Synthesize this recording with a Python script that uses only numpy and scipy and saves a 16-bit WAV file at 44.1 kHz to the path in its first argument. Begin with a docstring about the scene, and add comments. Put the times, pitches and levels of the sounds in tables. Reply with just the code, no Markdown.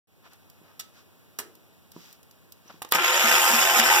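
"""A single-cylinder garden tractor is cranked by its electric starter, outdoors and close by.
Over quiet air a sleeve rustles and controls click; the second lever sets the sheet-metal deck booming.
A brief squeak follows, and the starter switch snaps over. At 2.92 s the pinion slams into the flywheel,
and its tooth impacts, quickening with the shaft, clatter and whine through the shroud's resonances.
From 3.2 s the engine gulps air and puffs it out once in every cycle."""
import sys
import numpy as np
from scipy import signal
from scipy.fft import rfft, irfft
from scipy.io import wavfile
from scipy.ndimage import uniform_filter1d

SR = 44100
rng = np.random.default_rng(int(sys.argv[2]) if len(sys.argv) > 2 else 0)


def wav_record(signal):
    """Record a signal, one row per channel, as 16-bit PCM in the file named by sys.argv[1]."""
    frames = np.transpose(np.atleast_2d(signal))
    bounded = np.clip(frames, -1, 1)
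    # unit amplitude maps onto the largest positive 16-bit level
    quanta = np.round(bounded * 32767).astype(np.int16)
    wavfile.write(sys.argv[1], SR, quanta)


N = 176400
T, HZ = np.arange(N) / SR, np.fft.rfftfreq(N, 1 / SR)
TEETH, START_S = 10, 2.922

# starter shaft (time [s], speed [turns/s])
SHAFT_SPEED = [(2.92, 22.5), (3.05, 45.7), (3.16, 57), (3.25, 66), (3.44, 84.5), (3.53, 79.5), (3.63, 81),
               (3.73, 84), (3.8, 74), (3.9, 82.5), (4.0, 85.7)]
# shroud and flywheel resonances (frequency [Hz], bandwidth [Hz], level [dB])
SHROUD_MODES = [(360, 36, -3.5), (501, 26, -2.5), (566, 32, -7), (672, 28, -4.5), (752, 30, -4),
                (849, 30, 0), (925, 30, 0), (1053, 26, -2), (1252, 22, 0), (1370, 28, 1), (1545, 70, 2),
                (1748, 22, -3), (2358, 45, -4), (2976, 30, -6), (3050, 40, -7)]
# balance of the starter (frequency [Hz], left minus right [dB])
STARTER_BALANCE = [(60, -3), (110, -9), (200, 1), (380, -3.5), (700, -2.5), (1500, 3.5), (2380, -1),
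                   (5000, -1), (15000, 0.5)]


def amp(db):
    """Decibels to amplitude ratio."""
    return 10 ** (np.asarray(db) / 20)


def unit(x, span=slice(None)):
    """Normalisation to rms 1 over a span of samples."""
    return x / np.sqrt(np.mean(x[..., span] ** 2) + 1e-20)


def read(points):
    """Interpolation of a table over log frequency, at every bin."""
    hz, value = np.transpose(points)
    return np.interp(np.log(HZ + 1), np.log(hz + 1), value)


def shape(x, gain):
    """Filtering by multiplication of the spectrum."""
    return irfft(rfft(x) * gain, N)


def band(lo_hz, hi_hz, order=8):
    """Band-pass magnitude response with soft edges."""
    return ((1 + (lo_hz / (HZ + 1)) ** order) * (1 + (HZ / hi_hz) ** order)) ** -.5


def resonance(hz, width):
    """Frequency response of a damped oscillator."""
    return 1j * HZ * width / (hz ** 2 - HZ ** 2 + 1j * HZ * width)


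def noise():
    """Two uncorrelated white noises."""
    return rng.standard_normal((2, N))


def flutter(rate_hz):
    """Low-pass random modulation with rms 1."""
    return unit(shape(rng.standard_normal(N), band(1, rate_hz)))


def place(pair, correlation=None):
    """Mid-side mixing gives two unrelated signals a set left-right correlation."""
    # near sources (frequency [Hz], correlation [-1 to 1])
    near_correlation = [(60, 0), (200, .7), (600, 0.94), (1300, 1), (2400, 0.26), (15000, 0.7)]
    a, b = rfft(pair)
    c = np.clip(read(correlation or near_correlation), -.99, .99)
    mid, side = a * np.sqrt((1 + c) / 2), b * np.sqrt((1 - c) / 2)
    return irfft(np.array([mid + side, mid - side]), N)


def lean(x):
    """A level difference between the sides positions each band of the starter."""
    return shape(x, amp(read(STARTER_BALANCE) * np.array([[.5], [-.5]])))


def strike(s, rise, t60):
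    """Impact envelope: linear rise, exponential decay."""
    return np.clip((T - s) / rise, 0, 1) * amp(-60 * np.clip((T - s - rise) / t60, 0, 4))


def arch(s, length):
    """Half-sine envelope."""
    return np.sin(np.pi * np.clip((T - s) / length, 0, 1))


def ring(hits, modes):
    """Modal superposition: impulses (time [s], level [dB]) excite damped sinusoids."""
    blows, t = np.zeros(N), T[:SR // 2]
    for s, db in hits:
        blows[int(s * SR)] += amp(db)
    response = sum(amp(db - 60 * t / t60) * np.sin(2 * np.pi * hz * t) for hz, db, t60 in modes)
    return signal.fftconvolve(blows, response)[:N]


def linger(power, seconds):
    """Leaky integration: each burst of energy decays exponentially."""
    r = np.exp(-1 / (seconds * SR))
    return signal.lfilter([1 - r], [1, -r], power + 1e-12)


def patchy(x, depth_db, width_hz, seconds):
    """Random gain over time and frequency: no two teeth ring alike."""
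    hz, t, spectra = signal.stft(x, SR, nperseg=512, noverlap=384)
    field = rng.standard_normal(spectra.shape[1:])
    field = uniform_filter1d(field, max(1, round(width_hz / hz[1])), 0)
    field = uniform_filter1d(field, max(1, round(seconds / t[1])), 1)
    gain = amp(depth_db * np.minimum(unit(field), 2))
    y = signal.istft(spectra * gain, SR, nperseg=512, noverlap=384)[1][:, :N]
    return y * np.std(x) / np.std(y)


def hush():
    """Ambient noise: broadband outdoor air and a faint, narrowband far drone."""
    # air (frequency [Hz], spectrum level [dB])
    air_spectrum = [(30, -32), (53, -27), (81, 2.5), (164, 2.5), (299, -3.5), (1260, -12.5), (2100, -15),
                    (2360, -12.5), (3230, -16.5), (8500, -24), (15500, -17.5)]
    # left against right (frequency [Hz], correlation [-1 to 1])
    air_correlation = [(60, -0.83), (130, -0.94), (300, -0.46), (640, 0.56), (1400, 1), (3000, 0.78),
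                       (15000, 0.74)]
    air = unit(shape(place(noise(), air_correlation), amp(read(air_spectrum))))
    drone = unit(shape(rng.standard_normal(N), resonance(hz=97, width=19) ** 2))
    return amp(-56.5) * air + amp(-79.5) * drone


def sleeve():
    """Friction of cloth and hand makes swells of grainy noise."""
    # rubs (time [s], duration [s], level [dB], tilt [dB/octave])
    rubs = [(0.23, 0.065, -51.5, -4.5), (0.293, 0.075, -58, -2.5), (0.606, 0.16, -60.5, -6),
            (0.926, 0.11, -56, 0), (1.907, 0.28, -52, 2.5), (2.625, 0.18, -56, -0.5),
            (2.689, 0.031, -45.5, -12.5)]
    # friction noise (frequency [Hz], level [dB])
    rub_spectrum = [(100, -32), (500, -3.5), (1200, 8.5), (3200, 6.5), (6000, 5), (9000, -11), (15000, -4)]
    grains = place(noise() * amp(5 * rng.standard_normal(N)))
    colour, octaves = read(rub_spectrum), np.log2((HZ + 300) / 2000)
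    return sum(amp(db) * arch(s, length) * unit(shape(grains, amp(colour + tilt * octaves)))
               for s, length, db, tilt in rubs)


def ticks(hiss):
    """Brief contacts have broad spectra: small ticks and rebounds are bright noise bursts."""
    # contacts (time [s], relative level [dB])
    contacts = [(0.3327, -35), (0.499, -35), (0.7977, -20), (0.8065, -28), (1.3872, -15.5), (1.5523, -34.5),
                (1.9173, -29.5), (2.1271, -30.5), (2.23, -36), (2.3107, -35), (2.5214, -26.5),
                (2.8265, -29), (2.8888, -31), (2.9477, -6.5), (3.062, -20)]
    # tick noise (frequency [Hz], level [dB])
    tick_spectrum = [(100, -11), (1000, -28), (3000, 1.5), (5500, 6.5), (9000, 0.5), (14000, 8.5),
                     (16000, 6.5)]
    envelope = sum(amp(db - 10.5) * strike(s, rise=.0006, t60=.026) for s, db in contacts)
    return envelope * unit(shape(hiss, amp(read(tick_spectrum))))


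def knocks():
    """Dull impacts excite the low modes of the frame."""
    # impacts (time [s], level [dB])
    impacts = [(0.616, -51), (1.9645, -36), (2.659, -52), (2.743, -46.5), (2.95, -31)]
    # frame (frequency [Hz], level [dB], t60 [s])
    frame_modes = [(176, -11, 0.23), (240, -2.5, 0.03), (348, 4.5, 0.017), (584, -14, 0.047),
                   (970, -4, 0.017)]
    return shape(ring(impacts, frame_modes), band(174, 5000))


def clacks(hiss):
    """Impacts of levers, switch and pinion: a noise transient and the free vibration of the levers."""
    # impacts (time [s], rise [s], t60 [s], five band levels [dB], ring level [dB])
    impacts = [(0.7944, 0.0016, 0.1, -66, -54.5, -45.5, -40.5, -58, -36.5),
               (1.387, 0.0037, 0.098, -45, -35, -44.5, -39.5, -30.5, -35),
               (2.8191, 0.00059, 0.034, -55, -35, -32.5, -46, -29.5, -62),
               (2.848, 0.00056, 0.025, -47, -40, -44, -47, -43, -64),
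               (2.9105, 0.0046, 0.12, -58, -54, -44, -42, -34, -52),
               (2.9216, 0.0004, 0.061, -55, -23, -27, -39, -40, -50)]
    # the five bands (nominal frequency [Hz])
    band_hz = [400, 1200, 2700, 5500, 13000]
    # levers (frequency [Hz], level [dB], t60 [s])
    lever_modes = [(1294, -11.5, 0.24), (2900, -11, 0.13), (5700, -0.5, 0.07), (12140, -3, 0.022)]
    edges = np.sqrt(np.array([100] + band_hz) * np.array(band_hz + [SR]))
    bands = [unit(shape(hiss, band(lo, hi))) for lo, hi in zip(edges, edges[1:])]
    bursts = sum(strike(s, rise, t60) * sum(amp(db) * part for db, part in zip(levels, bands))
                 for s, rise, t60, *levels, _ in impacts)
    ringing = ring([(s, db) for s, *_, db in impacts], lever_modes)
    chatter = amp(2.5 * np.minimum(flutter(rate_hz=400), 1))  # loose parts rattle as they ring
    return (bursts + ringing) * chatter


def deck():
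    """The dense modes of the sheet-metal deck merge into a decaying band of noise."""
    boom = unit(shape(place(noise()), abs(resonance(hz=390, width=170)) ** 2))
    return amp(-51) * strike(1.395, rise=.018, t60=.65) * boom


def squeak():
    """A short tone burst, heard as a high squeak."""
    return amp(-48) * arch(2.677, length=.011) * np.sin(2 * np.pi * 5900 * T)


def switch():
    """The starter switch snaps over and leaves its housing in damped vibration."""
    # snaps (time [s], level [dB])
    snaps = [(2.8187, -31), (2.8485, -35)]
    # housing (frequency [Hz], level [dB], t60 [s])
    housing_modes = [(845, 0, 0.022), (1077, -4, 0.025)]
    return ring(snaps, housing_modes)


def controls():
    """Direct sound of the controls plus diffuse reflections from the machinery around."""
    hiss, echo_t60 = place(noise()), .3
    direct = ticks(hiss) + knocks() + clacks(hiss) + squeak() + switch()
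    tail = rng.standard_normal((2, SR // 2)) * amp(-60 * T[:SR // 2] / echo_t60)
    tail /= np.linalg.norm(tail[0])
    echo = signal.fftconvolve(shape(direct, band(150, 3800, order=2)), tail, axes=1)[:, :N]
    return (direct + amp(-6) * echo) * amp([[-1], [1]])


def engagement():
    """The pinion strikes the flywheel: an impact of a few milliseconds gives a broadband crack."""
    # crack (frequency [Hz], level [dB])
    crack_spectrum = [(100, -14), (1000, -6), (4000, -7), (9000, -10), (12000, -3), (14500, 3), (15800, -1),
                      (17000, -30)]
    slam_s, width_s = 2.9229, .0009
    envelope = np.exp(-abs(T - slam_s) / width_s)
    crack = envelope * np.tanh(unit(shape(place(noise()), amp(read(crack_spectrum)))))
    return amp(-2.5) * signal.sosfilt(signal.butter(2, 250, "high", fs=SR, output="sos"), crack)


def tooth_blows(speed, jitter_s, spread_db, wobble_db):
    """An uneven impulse train, one blow a tooth, amplitude-modulated at the shaft's rotation rate."""
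    turns = np.cumsum(speed * (T > START_S - .01)) / SR
    at = np.flatnonzero(np.diff(np.floor(turns * TEETH)) > 0)
    late, size = rng.standard_normal((len(at), 2)).T
    level_db = spread_db * np.minimum(size, 1) + wobble_db * np.sin(2 * np.pi * turns[at])
    blows = np.zeros(N)
    blows[np.clip(at + (late * jitter_s * SR).astype(int), 0, N - 1)] = amp(level_db)
    return blows


def starter():
    """Impact excitation: tooth blows ring the shroud; their scrape and echo give rattle and treble."""
    # relative levels of cranking (time [s], clatter [dB], rattle [dB], treble [dB])
    crank_levels = [(2.93, -31, -36, -44), (2.938, -22.5, -18, -39), (2.95, -20.5, -25.5, -25.5),
                    (2.974, -23, -34, -34), (3.0, -25.5, -28, -41), (3.05, -26.5, -23.5, -34.5),
                    (3.3, -24, -22.5, -29), (3.47, -26, -26.5, -26.5), (3.758, -24.5, -25.5, -30),
                    (3.798, -25.5, -21.5, -23), (3.824, -25, -25, -36), (3.844, -23, -25, -29),
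                    (3.99, -24.5, -24, -27.5)]
    # gear noise (frequency [Hz], spectrum level [dB])
    gear_spectrum = [(59, -64), (100, -15.5), (184, -19.5), (223, -20.5), (275, -22.5), (362, -12.5),
                     (447, -23), (487, -15), (825, -8.5), (1110, -10), (1520, -9.5), (2180, -1.5),
                     (2990, -3.5), (4370, -8), (5400, -12.5), (7250, -18.5), (8770, -20), (9740, -19),
                     (10800, -27), (13900, -14.5), (15500, -29.5)]
    # thin ringing of the pinion (frequency [Hz], bandwidth [Hz], level [dB])
    pinion_modes = [(3484, 36, 0), (5307, 63, 0.5), (6800, 790, 6.5), (12540, 460, -3)]
    times, *levels = np.transpose(crank_levels)
    clatter_gain, rattle_gain, treble_gain = [amp(np.interp(T, times, db)) for db in levels]
    colour, speed = amp(read(gear_spectrum)), np.interp(T, *np.transpose(SHAFT_SPEED))
    full_turns_per_s, rise_s = 75, .0065

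    def filtered(x, gain):
        """Filtering, normalised to rms 1 while the starter runs."""
        return unit(shape(x, gain), span=T > START_S)

    def response(modes):
        """Summed resonance curves, with broad modes weighted down."""
        return sum(amp(db) * abs(resonance(hz, width)) ** 2 / np.sqrt(width) for hz, width, db in modes)

    blows = tooth_blows(speed, jitter_s=.00035, spread_db=3.5, wobble_db=2.5)
    contact = linger(blows ** 2, seconds=.0006) + linger(blows ** 2, seconds=.006)
    scrape = unit(place(np.sqrt(contact) * noise()))
    scrape = patchy(scrape, depth_db=3.1, width_hz=260, seconds=.014)
    drive = unit(place(np.array([blows, blows * rng.standard_normal(N)])))
    drive = patchy(drive, depth_db=2.6, width_hz=90, seconds=.11)

    shroud = filtered(drive, response(SHROUD_MODES))
    gears = filtered(amp(1.5) * drive + scrape, colour * band(155, 2180))
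    clatter = clatter_gain * (amp(-2) * shroud + amp(-3.5) * gears)
    thinness = np.clip(.5 * (1 - speed / full_turns_per_s), 0, .6)
    clatter -= thinness * shape(clatter, band(400, 720))  # the body fills in as the motor gains speed
    pinion = filtered(scrape, response(pinion_modes))
    rattle = filtered(scrape, colour * band(1120, 3720)) + amp(-9) * pinion
    treble = filtered(scrape, colour * band(5800, SR))
    treble = amp(2.5) * filtered(np.tanh(treble / 2), HZ > 4500)  # no single tooth stands far out
    onset = np.clip((T - START_S) / rise_s, 0, 1)
    return onset * lean(clatter + rattle_gain * rattle + treble_gain * treble)


def whine():
    """Forced vibration: the gear-mesh tone peaks at shroud resonances; at times the shroud sings out."""
    # brief tones of the shroud (time [s], duration [s], frequency [Hz], level [dB])
    shroud_tones = [(2.96, 0.12, 350, -36), (3.21, 0.15, 1245, -28), (3.81, 0.055, 1053, -27),
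                    (3.85, 0.05, 1525, -24), (3.85, 0.05, 1748, -28)]
    waver_rad, waver_hz = .7, 40
    mesh_hz = TEETH * np.interp(T, *np.transpose(SHAFT_SPEED))
    phase = 2 * np.pi * np.cumsum(mesh_hz) / SR + waver_rad * flutter(waver_hz)
    tone = np.sin(phase) * (mesh_hz / mesh_hz[-1]) ** 2 * (T > START_S)
    shroud = sum(amp(db) * abs(resonance(hz, width)) ** 2 for hz, width, db in SHROUD_MODES)
    out = amp(-35) * shape(tone, shroud)
    for s, length, hz, db in shroud_tones:
        out += amp(db) * arch(s, length) * np.sin(2 * np.pi * hz * T + waver_rad * flutter(waver_hz))
    return lean(out)


def intake():
    """Each intake stroke excites a damped resonance of the inlet."""
    # gulps of air (time [s], level [dB])
    gulps = [(3.238, -30), (3.5, -36), (3.529, -27), (3.758, -40), (3.787, -27.5)]
    inlet_hz = 229.8
    out = sum(amp(db) * strike(s, rise=.0081, t60=.22) * np.sin(2 * np.pi * inlet_hz * (T - s))
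              for s, db in gulps)
    return out * amp([[-1], [1]])


def exhaust():
    """Each exhaust stroke radiates a soft, low-frequency pressure pulse."""
    # puffs of air (time [s], level [dB])
    puffs = [(3.315, -51), (3.589, -52.5), (3.85, -52)]
    puff_hz = 79.5
    out = sum(amp(db) * arch(s, length=.058) * np.sin(2 * np.pi * puff_hz * (T - s)) for s, db in puffs)
    return out * np.array([[1.5], [.4]])


def scene():
    """Linear superposition of all sources."""
    cranking = starter() + whine() + engagement() + intake() + exhaust()
    return cranking + controls() + deck() + sleeve() + hush()


def record(dry):
    """Interference: the stereo microphone delays the left treble, so bands alternate middle and side."""
    lag_s, lag_above_hz, cutoff_hz = .0004535, 1102, 15800
    half_phase = np.pi * lag_s * np.maximum(HZ - lag_above_hz, 0)
    left, right = shape(dry[0], np.exp(-2j * half_phase)), dry[1]
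    mid_notches = .79 * np.sin(half_phase) ** 12
    side_notches = .64 * np.cos(half_phase) ** 8 * (HZ > lag_above_hz)
    mid = shape((left + right) / 2, np.sqrt(1 - mid_notches))
    side = shape((left - right) / 2, np.sqrt(1 - side_notches))
    fade_in = np.clip((T - .072) / .29, 0, 1) ** .37
    lowpass = signal.firwin(301, cutoff_hz, window=("kaiser", 9), fs=SR)
    return signal.oaconvolve(fade_in * np.array([mid + side, mid - side]), lowpass[None], "same")


dry = scene()
out = record(dry)
wav_record(out)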